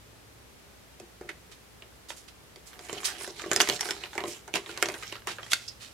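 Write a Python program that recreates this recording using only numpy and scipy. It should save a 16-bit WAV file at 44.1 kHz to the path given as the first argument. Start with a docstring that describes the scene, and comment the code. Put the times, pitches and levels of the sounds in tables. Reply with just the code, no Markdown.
"""First comes a small, quiet room: soft air, mains hum and a faint low drone that swells near the end.
After a second, hands start sorting through small plastic cosmetics in a cardboard box, a bit to the right.
Cases click together, the bumped box booms, and pieces of card and plastic scrape past each other.
As the rummaging gets busier, wrapping rustles and dragging makes the box hum.
Near the end, two hard blows set a stiff plastic lid ringing."""
import sys
import numpy as np
from scipy import signal
from scipy.fft import rfft, irfft
from scipy.io import wavfile
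from scipy.ndimage import uniform_filter1d

SR = 44100
rng = np.random.default_rng(int(sys.argv[2]) if len(sys.argv) > 2 else 0)


def persist_wave(psi):
    """Save psi, clipped to +-1, as 16-bit WAV."""
    counts = np.round(np.clip(psi, -1, 1) * 32767).astype(np.int16)
    wavfile.write(sys.argv[1], SR, np.atleast_2d(counts).T)


N = 261513
TIME = np.arange(N) / SR
HANDS_PAN_DB = -6  # left minus right

# the notes the cardboard box rings at: (pitch [Hz], level [dB], time to fade by 60 dB [s])
BOX_NOTES = [(329, -10, 0.21), (346.8, 0.5, 0.15), (392, 4, 0.092), (426, -3, 0.061), (473, -8.5, 0.16),
             (595, -3.5, 0.093), (723, -1.5, 0.062)]
# how hard the hands rummage, one list of points for each reach into the box: (time [s], level [dB])
HAND_REACHES = [
    [(2.72, -59), (2.842, -49.5), (2.964, -44.5), (3.02, -42.5)],
    [(3.08, -45), (3.12, -45.5), (3.242, -45.5), (3.33, -52)],
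    [(3.39, -47), (3.454, -50), (3.702, -41), (3.76, -40)],
    [(3.83, -42), (3.968, -46), (4.07, -52)],
    [(4.14, -48), (4.35, -47)],
    [(4.7, -47.5), (4.962, -48), (5.092, -49), (5.16, -49)],
    [(5.33, -57), (5.49, -52.5)],
]


def undb(db):
    """Turn decibels into a number to multiply by."""
    return 10 ** (np.asarray(db) / 20)


def unit(x, count=None):
    """Scale a sound so its average strength (rms) is 1, over the first count samples if given."""
    return x / np.sqrt(np.mean(x[..., :count] ** 2) + 1e-20)


def band(x, low_hz, high_hz, order=2):
    """Keep the part of a sound between two frequencies."""
    edges_hz = [low_hz, min(high_hz, .48 * SR)]
    return signal.sosfilt(signal.butter(order, edges_hz, "bandpass", fs=SR, output="sos"), x)


def resonate(x, hz, width_hz):
    """Let a sound through around one pitch; the narrower the width, the more it rings."""
    return signal.lfilter(*signal.iirpeak(min(hz, .45 * SR), hz / min(width_hz, .3 * SR), fs=SR), x)


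def colour(x, points):
    """Shape the bass and treble along a curve of (frequency [Hz], level [dB]) points."""
    hz, db = np.transpose(points)
    all_hz = np.maximum(np.fft.rfftfreq(N, 1 / SR), 1)
    return irfft(rfft(x) * undb(np.interp(np.log(all_hz), np.log(hz), db)), N)


def stereo_noise(count, likeness):
    """Left and right noise, from unrelated (likeness 0) to the same (1)."""
    noise = rng.standard_normal((3, count))
    return np.sqrt(likeness) * noise[0] + np.sqrt(1 - likeness) * noise[1:]


def wander(count, smooth_samples):
    """A random curve; more smoothing makes it drift more slowly."""
    return unit(uniform_filter1d(rng.standard_normal(count), size=smooth_samples))


def pan(db):
    """Make the left side db louder than the right, keeping the total power."""
    return unit(undb([db / 2, -db / 2]))[:, None]


def add(track, s, sound):
    """Mix a sound in at s seconds."""
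    start = int(s * SR)
    track[:, start:start + sound.shape[1]] += sound[:, :N - start]


def room_air(level_db=-56):
    """Still air makes a soft rush, most alike on both sides in the bass."""
    # the tone of the air: (frequency [Hz], relative level [dB])
    air_tone = [(15, -50), (25, -28), (42, -9.5), (64, -5), (344, -13), (373, -11), (405, -11), (463, -13),
                (911, -17.5), (2280, -21), (13200, -30.5), (16000, -39)]
    middle, side = colour(rng.standard_normal((2, N)), air_tone)
    side = colour(side, [(60, -6.5), (400, -1.5), (4000, 0)])
    return np.array([middle + side, middle - side]) / np.std(middle) * undb(level_db)


def mains_hum(hz=59.8, level_db=-66.5):
    """Mains electricity hums on one steady low note."""
    return np.sqrt(2) * undb(level_db) * np.sin(2 * np.pi * hz * TIME)


def drone(centre_hz=110, waver_hz=2.245):
    """A faint low note wavers in pitch, sinks away early and swells late."""
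    # the drone's loudness: (time [s], level [dB])
    swell = [(0.3, -62.5), (1, -78.5), (4.72, -70), (4.87, -62.5), (5.28, -59.5), (5.9, -65)]
    hz = centre_hz + waver_hz * wander(N, 5000)
    level = undb(np.interp(TIME, *np.transpose(swell)))
    return np.sqrt(2) * level * np.sin(2 * np.pi * np.cumsum(hz) / SR)


def contact(t, decay_s, rattle_db, rattle_s, likeness):
    """Two cases meet: one sharp push, a crackle of tiny bounces, then a weaker shiver."""
    onset = 1 - np.exp(-t / 0.00022)
    fade = np.exp(-t / decay_s) + undb(rattle_db) * np.exp(-t / rattle_s)
    push = undb(16) * signal.unit_impulse(len(t), 12)
    return push + stereo_noise(len(t), likeness) * onset * fade


def wall_echo(x, echo_db):
    """A box wall 10-40 cm away sends the sound back, which makes it hollow."""
    lag = int(rng.uniform(.2, .8) / 343 * SR)  # metres there and back, over the speed of sound
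    return x + undb(echo_db) * np.pad(x, ((0, 0), (lag, 0)))[:, :-lag]


def click(body_db, snap_db, ring_hz, pan_db, count=4400):
    """A struck case gives a hollow body, a clack and a bright snap; its own ring colours all three."""
    out, t = 0, np.arange(count) / SR
    body = contact(t, decay_s=0.0017, rattle_db=-2, rattle_s=0.018, likeness=0.69)
    clack = contact(t, decay_s=0.0011, rattle_db=-17, rattle_s=0.017, likeness=0.16)
    snap = contact(t, decay_s=0.001, rattle_db=-4.5, rattle_s=0.0066, likeness=0.087)
    body = band(body, 496, 2060, order=3)
    clack = band(clack, 1930, 3750, order=3)
    snap = resonate(band(snap, 3750, 13400, order=3), hz=6100, width_hz=3330)
    for part, db, side_db in ((body, body_db, 0.11 * pan_db), (clack, 0, pan_db), (snap, snap_db, pan_db)):
        ringing = part + 2.6 * resonate(part, ring_hz, ring_hz / 14)
        hollow = wall_echo(ringing, echo_db=-5.5)
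        out = out + unit(hollow, count=260) * undb(db) * pan(side_db)
    return out


def ring(notes, t, scatter_db):
    """A struck object's notes fade away; their balance depends on where it is hit."""
    hz, db, fade_s = np.transpose(notes)[:, :, None]
    detune, balance = rng.standard_normal((2, len(notes), 1))
    waves = np.sin(2 * np.pi * hz * (1 + 0.0032 * detune) * t + rng.uniform(0, 2 * np.pi, hz.shape))
    return (undb(db + scatter_db * balance - 60 * t / fade_s) * waves).sum(0)


def box_bump(count=13000):
    """The box booms, unevenly as its contents settle, over a short dull thud of the table."""
    t = np.arange(count) / SR
    settling = undb(2 * wander(count, 350))
    onset = 1 - np.exp(-t / 0.0011)
    boom = ring(BOX_NOTES, t, scatter_db=1) * settling * onset
    thud = band(stereo_noise(count, 0.88) * np.exp(-t / 0.033), 116, 280)
    return undb(-3.5) * unit(boom, count=900) + undb(-20) * unit(thud, count=900)


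def knocks():
    """A case lands with a click and hops once; the box booms, then its contents settle."""
    # each landing: (time [s], clack level [dB], body above clack [dB], snap above clack [dB],
    # ring pitch [Hz], left minus right [dB], box level [dB])
    landings = [(0.999, -53, -3, 5, 2500, -7, -43), (1.211, -62, 13, 6, 720, -6, -38.5),
                (1.291, -41.5, -8, -8, 1980, -1, -44.5), (1.8224, -44, -9.5, -18, 2920, -5, -53.5),
                (2.1038, -39.5, 1.5, -6, 3500, -17, -51.5), (2.5595, -50.5, -5, 0, 4660, -2, -51),
                (2.7917, -47, -3, 0, 4800, -4, -47.5), (2.8951, -44.5, -5, -13, 2880, -17, -40),
                (2.9288, -45, 0.5, 9, 7300, -15, -33), (3.209, -52, 11, 7, 1410, -10, -55),
                (3.276, -51.5, 11, 9.5, 7300, -10, -39.5), (3.418, -39.5, -4, -0.5, 6850, -9, -49),
                (3.439, -57.5, 20.5, -1, 1130, -15, -39), (3.461, -57, 7, 6, 1150, -12, -33.5),
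                (3.5144, -30.5, 5.5, 5, 7000, -9, -28), (3.532, -36.5, -1, 10.5, 7000, -1, -44),
                (3.5618, -27, -2.5, 7, 5040, -6, -28.5), (3.6022, -22, 1, 2.5, 4600, -9, -27.5),
                (3.6079, -18, -9.5, -7, 2840, 0, -36), (3.615, -37, -7, 19, 6240, -10, -52),
                (3.6739, -30.5, -3.5, -7, 2020, -5, -48), (3.688, -27.5, -0.5, 1, 2150, -4, -30),
                (3.698, -22.5, -13, -5.5, 4350, -6.5, -29.5), (3.8085, -32, -3, 8, 5700, -4.5, -54),
                (3.8553, -43.5, 5.5, -12, 1100, -24, -38.5), (3.8881, -35.5, 1.5, -3.5, 1490, -10, -38.5),
                (3.908, -28, -9.5, -1.5, 5240, -4, -39), (4.037, -32, -11.5, -17, 2840, -5, -45.5),
                (4.1532, -53, 14.5, 6.5, 850, -14, -41), (4.1785, -33, 4.5, -5.5, 2330, -18, -35.5),
                (4.205, -38, -3, -9, 1120, -15, -37.5), (4.2382, -37.5, 2, -9, 1050, -15, -31),
                (4.478, -53, 9.5, 7, 840, -12, -46), (4.5393, -26.5, -13, -7, 2600, -10, -32),
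                (4.556, -23.5, -4, -7, 2690, -7, -31), (4.6609, -40.5, -7.5, -29, 3670, -3, -46),
                (4.6931, -51, 11, -19, 1380, -6, -39.5), (4.775, -42, 4, 5, 3900, -6, -49),
                (4.8257, -26.5, 1, 3.5, 2160, -6, -28.5), (4.8575, -33, -4, -0.5, 5860, -6, -44),
                (4.8862, -38, 3.5, 5, 4430, -7, -33.5), (4.941, -38, 0.5, -7, 1830, -2, -43),
                (5.0332, -37, -3.5, -14, 2430, -4, -56), (5.1246, -36.5, -4, -8, 2730, -3, -42.5),
                (5.2714, -37, 6.5, 1.5, 2800, -1, -36.5), (5.3842, -42.5, 4.5, -25, 1420, -16, -54),
                (5.4305, -39, -6, -20, 3250, -2, -67), (5.5185, -27, -8.5, -3, 3300, -4, -75),
                (5.5326, -20, -19, 0, 4410, -1.5, -63)]
    lead_tick_s, lead_tick_db = 0.006, -23.5  # a faint tick comes just before each landing's click
    hop_s, hop_db = 0.008, -15
    settle_s, settle_db = 0.033, -8.5
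    out = np.zeros((2, N))
    for s, db, body_db, snap_db, ring_hz, pan_db, box_db in landings:
        hop_delay, settle_delay = np.exp(.15 * rng.standard_normal(2)) * (hop_s, settle_s)
        for late_s, relative_db in ((-lead_tick_s, lead_tick_db), (0, 0), (hop_delay, hop_db)):
            add(out, s + late_s, undb(db + relative_db) * click(body_db, snap_db, ring_hz, pan_db))
        add(out, s, undb(box_db) * box_bump())
        add(out, s + settle_delay, undb(box_db + settle_db) * box_bump())
    return out


def friction(count, grit_db, likeness, slip_samples=24):
    """Rubbing is noise broken into tiny slips, a few much stronger than the rest."""
    slips = undb(grit_db * np.minimum(rng.exponential(size=count // slip_samples + 1), 5))
    return unit(stereo_noise(count, likeness) * np.repeat(slips, slip_samples)[:count])


def slides(rise_share=0.37, count=18000):
    """Card and plastic slide: a gritty scrape swells and dies, squeaking if its pitch range is narrow."""
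    # each slide: (time [s], length [s], level [dB], centre pitch [Hz], pitch range [Hz])
    scrapes = [(1.286, 0.022, -34.5, 1880, 443), (1.512, .031, -47, 2880, 4000),
               (2.083, .04, -39, 4730, 7000), (2.16, 0.047, -46, 6340, 6000),
               (2.277, 0.021, -45.5, 2970, 4000), (2.655, 0.05, -48, 6300, 9400),
               (3.041, 0.038, -23, 4800, 6050), (3.069, 0.042, -36.5, 1470, 597),
               (4.26, 0.058, -40.5, 8060, 6040), (4.543, 0.032, -27, 2400, 2000),
               (5.271, 0.044, -32.5, 1700, 2900), (5.303, 0.026, -36, 2960, 1640),
               (5.499, 0.05, -33.5, 5000, 7060), (5.566, 0.15, -48.5, 3730, 4000),
               (5.676, 0.02, -32.5, 5000, 400), (5.795, 0.09, -43.5, 3140, 4320)]
    out, t = np.zeros((2, N)), np.arange(count) / SR
    for s, length_s, db, hz, width_hz in scrapes:
        rise_s, decay_s = length_s * rise_share, length_s * (1 - rise_share)
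        grit = friction(count, grit_db=2, likeness=0.26)
        scrape = band(resonate(grit, hz, width_hz), 400, 11000)
        speed = np.minimum(t / rise_s, 1) * np.exp(-np.maximum(t - rise_s, 0) / decay_s)
        add(out, s, unit(wall_echo(scrape, echo_db=-10.5)) * speed * undb(db))
    return out * pan(HANDS_PAN_DB)


def effort_db(s, let_go_db_per_s=224):
    """How hard the hands work at s seconds, fading away on either side of each reach."""
    levels = []
    for reach in HAND_REACHES:
        times, db = np.transpose(reach)
        idle_s = np.abs(s - np.clip(s, times[0], times[-1]))
        levels.append(np.interp(s, times, db) - let_go_db_per_s * idle_s)
    return np.max(levels, axis=0)


def wrapping_rustle():
    """Fingers rub and bend the wrapping; as the grip moves, each of its pitches comes and goes."""
    # the tone of the wrapping: (frequency [Hz], relative level [dB])
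    wrapping_tone = [(350, -46), (600, -36), (737, -5.5), (1010, -12.5), (2180, -5), (7310, -10),
                     (12500, -19.5), (16000, -28)]
    grit = friction(N, grit_db=2.5, likeness=0.27)
    bending = 0
    for hz in np.geomspace(700, 13000, 11):
        grip = undb(6.2 * wander(N, 3000))
        bending = bending + grip * resonate(grit, hz, hz / 4)
    return unit(colour(bending, wrapping_tone)) * pan(HANDS_PAN_DB)


def box_drag(ends_s=4.95, fade_db_per_s=60):
    """Dragging things over the cardboard makes the box hum at its own notes, until the dragging ends."""
    rubbing = friction(N, grit_db=3, likeness=0.99)
    hum = 0
    for hz, db, fade_s in BOX_NOTES:
        width_hz = np.log(1000) / np.pi / fade_s  # a note that rings longer is narrower
        hum = hum + undb(db) * resonate(rubbing, hz, width_hz)
    return unit(hum) * undb(-fade_db_per_s * np.maximum(TIME - ends_s, 0))


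def rummage(rustle_db=3, drag_db=-7):
    """The hands move in small jerks, and both the rustle and the dragging follow their effort."""
    effort = undb(effort_db(TIME) + 1.07 * wander(N, 500))
    return effort * (undb(rustle_db) * wrapping_rustle() + undb(drag_db) * box_drag())


def touches(count=20, above_effort_db=5.5, low_hz=1210, high_hz=6650):
    """Cases tap each other lightly at chance moments, louder when the hands work harder."""
    out = np.zeros((2, N))
    first_s, last_s = HAND_REACHES[0][0][0], HAND_REACHES[-1][-1][0]
    for k, (when, force, stiffness) in enumerate(rng.random((count, 3))):
        s = first_s + (last_s - first_s) * (k + when) / count
        db = effort_db(s) + above_effort_db + 2 * (2 * force - 1)
        ring_hz = low_hz * (high_hz / low_hz) ** stiffness
        add(out, s, undb(db) * click(body_db=1, snap_db=-8, ring_hz=ring_hz, pan_db=HANDS_PAN_DB))
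    return out


def lid_snaps(count=6000):
    """Hard blows set a stiff plastic lid ringing."""
    # the notes the lid rings at: (pitch [Hz], level [dB], time to fade by 60 dB [s])
    lid_notes = [(1413, 6.5, 0.027), (1600, 3, 0.029), (2170, 6.5, 0.025), (3190, -14, 0.15),
                 (4740, -30, 0.044)]
    # each blow on the lid: (time [s], level [dB])
    blows = [(4.826, -19.5), (5.533, -22)]
    out, t = np.zeros((2, N)), np.arange(count) / SR
    for s, db in blows:
        ringing = unit(ring(lid_notes, t, scatter_db=0), count=260)
        add(out, s, ringing * undb(db) * pan(-5))
    return out


def room_echo(x, echo_db, fade_s, count=18000):
    """Echoes from the table and near walls melt into a short, duller tail."""
    t = np.arange(count) / SR
    onset = np.clip((t - .003) / 0.0043, 0, 1)
    noise = band(stereo_noise(count, 0.69), 190, 16000, order=1)
    tail = unit(noise * onset * undb(-60 * t / fade_s)) / np.sqrt(count)
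    echoes = signal.fftconvolve(x.mean(0)[None], tail, axes=1)[:, :N]
    return x + undb(echo_db) * echoes


def scene():
    """All the handling echoes in the small room, over its air, hum and drone."""
    handling = knocks() + touches() + lid_snaps() + slides() + rummage()
    return room_echo(handling, echo_db=-14.5, fade_s=0.26) + room_air() + mains_hum() + drone()


def record(dry):
    """Clip any peak beyond full scale and cut the highest treble."""
    top_hz = 16000
    treble_cut = signal.ellip(10, .2, 70, top_hz, fs=SR, output="sos")
    return signal.sosfilt(treble_cut, np.clip(dry, -1, 1))


dry = scene()
out = record(dry)
persist_wave(out)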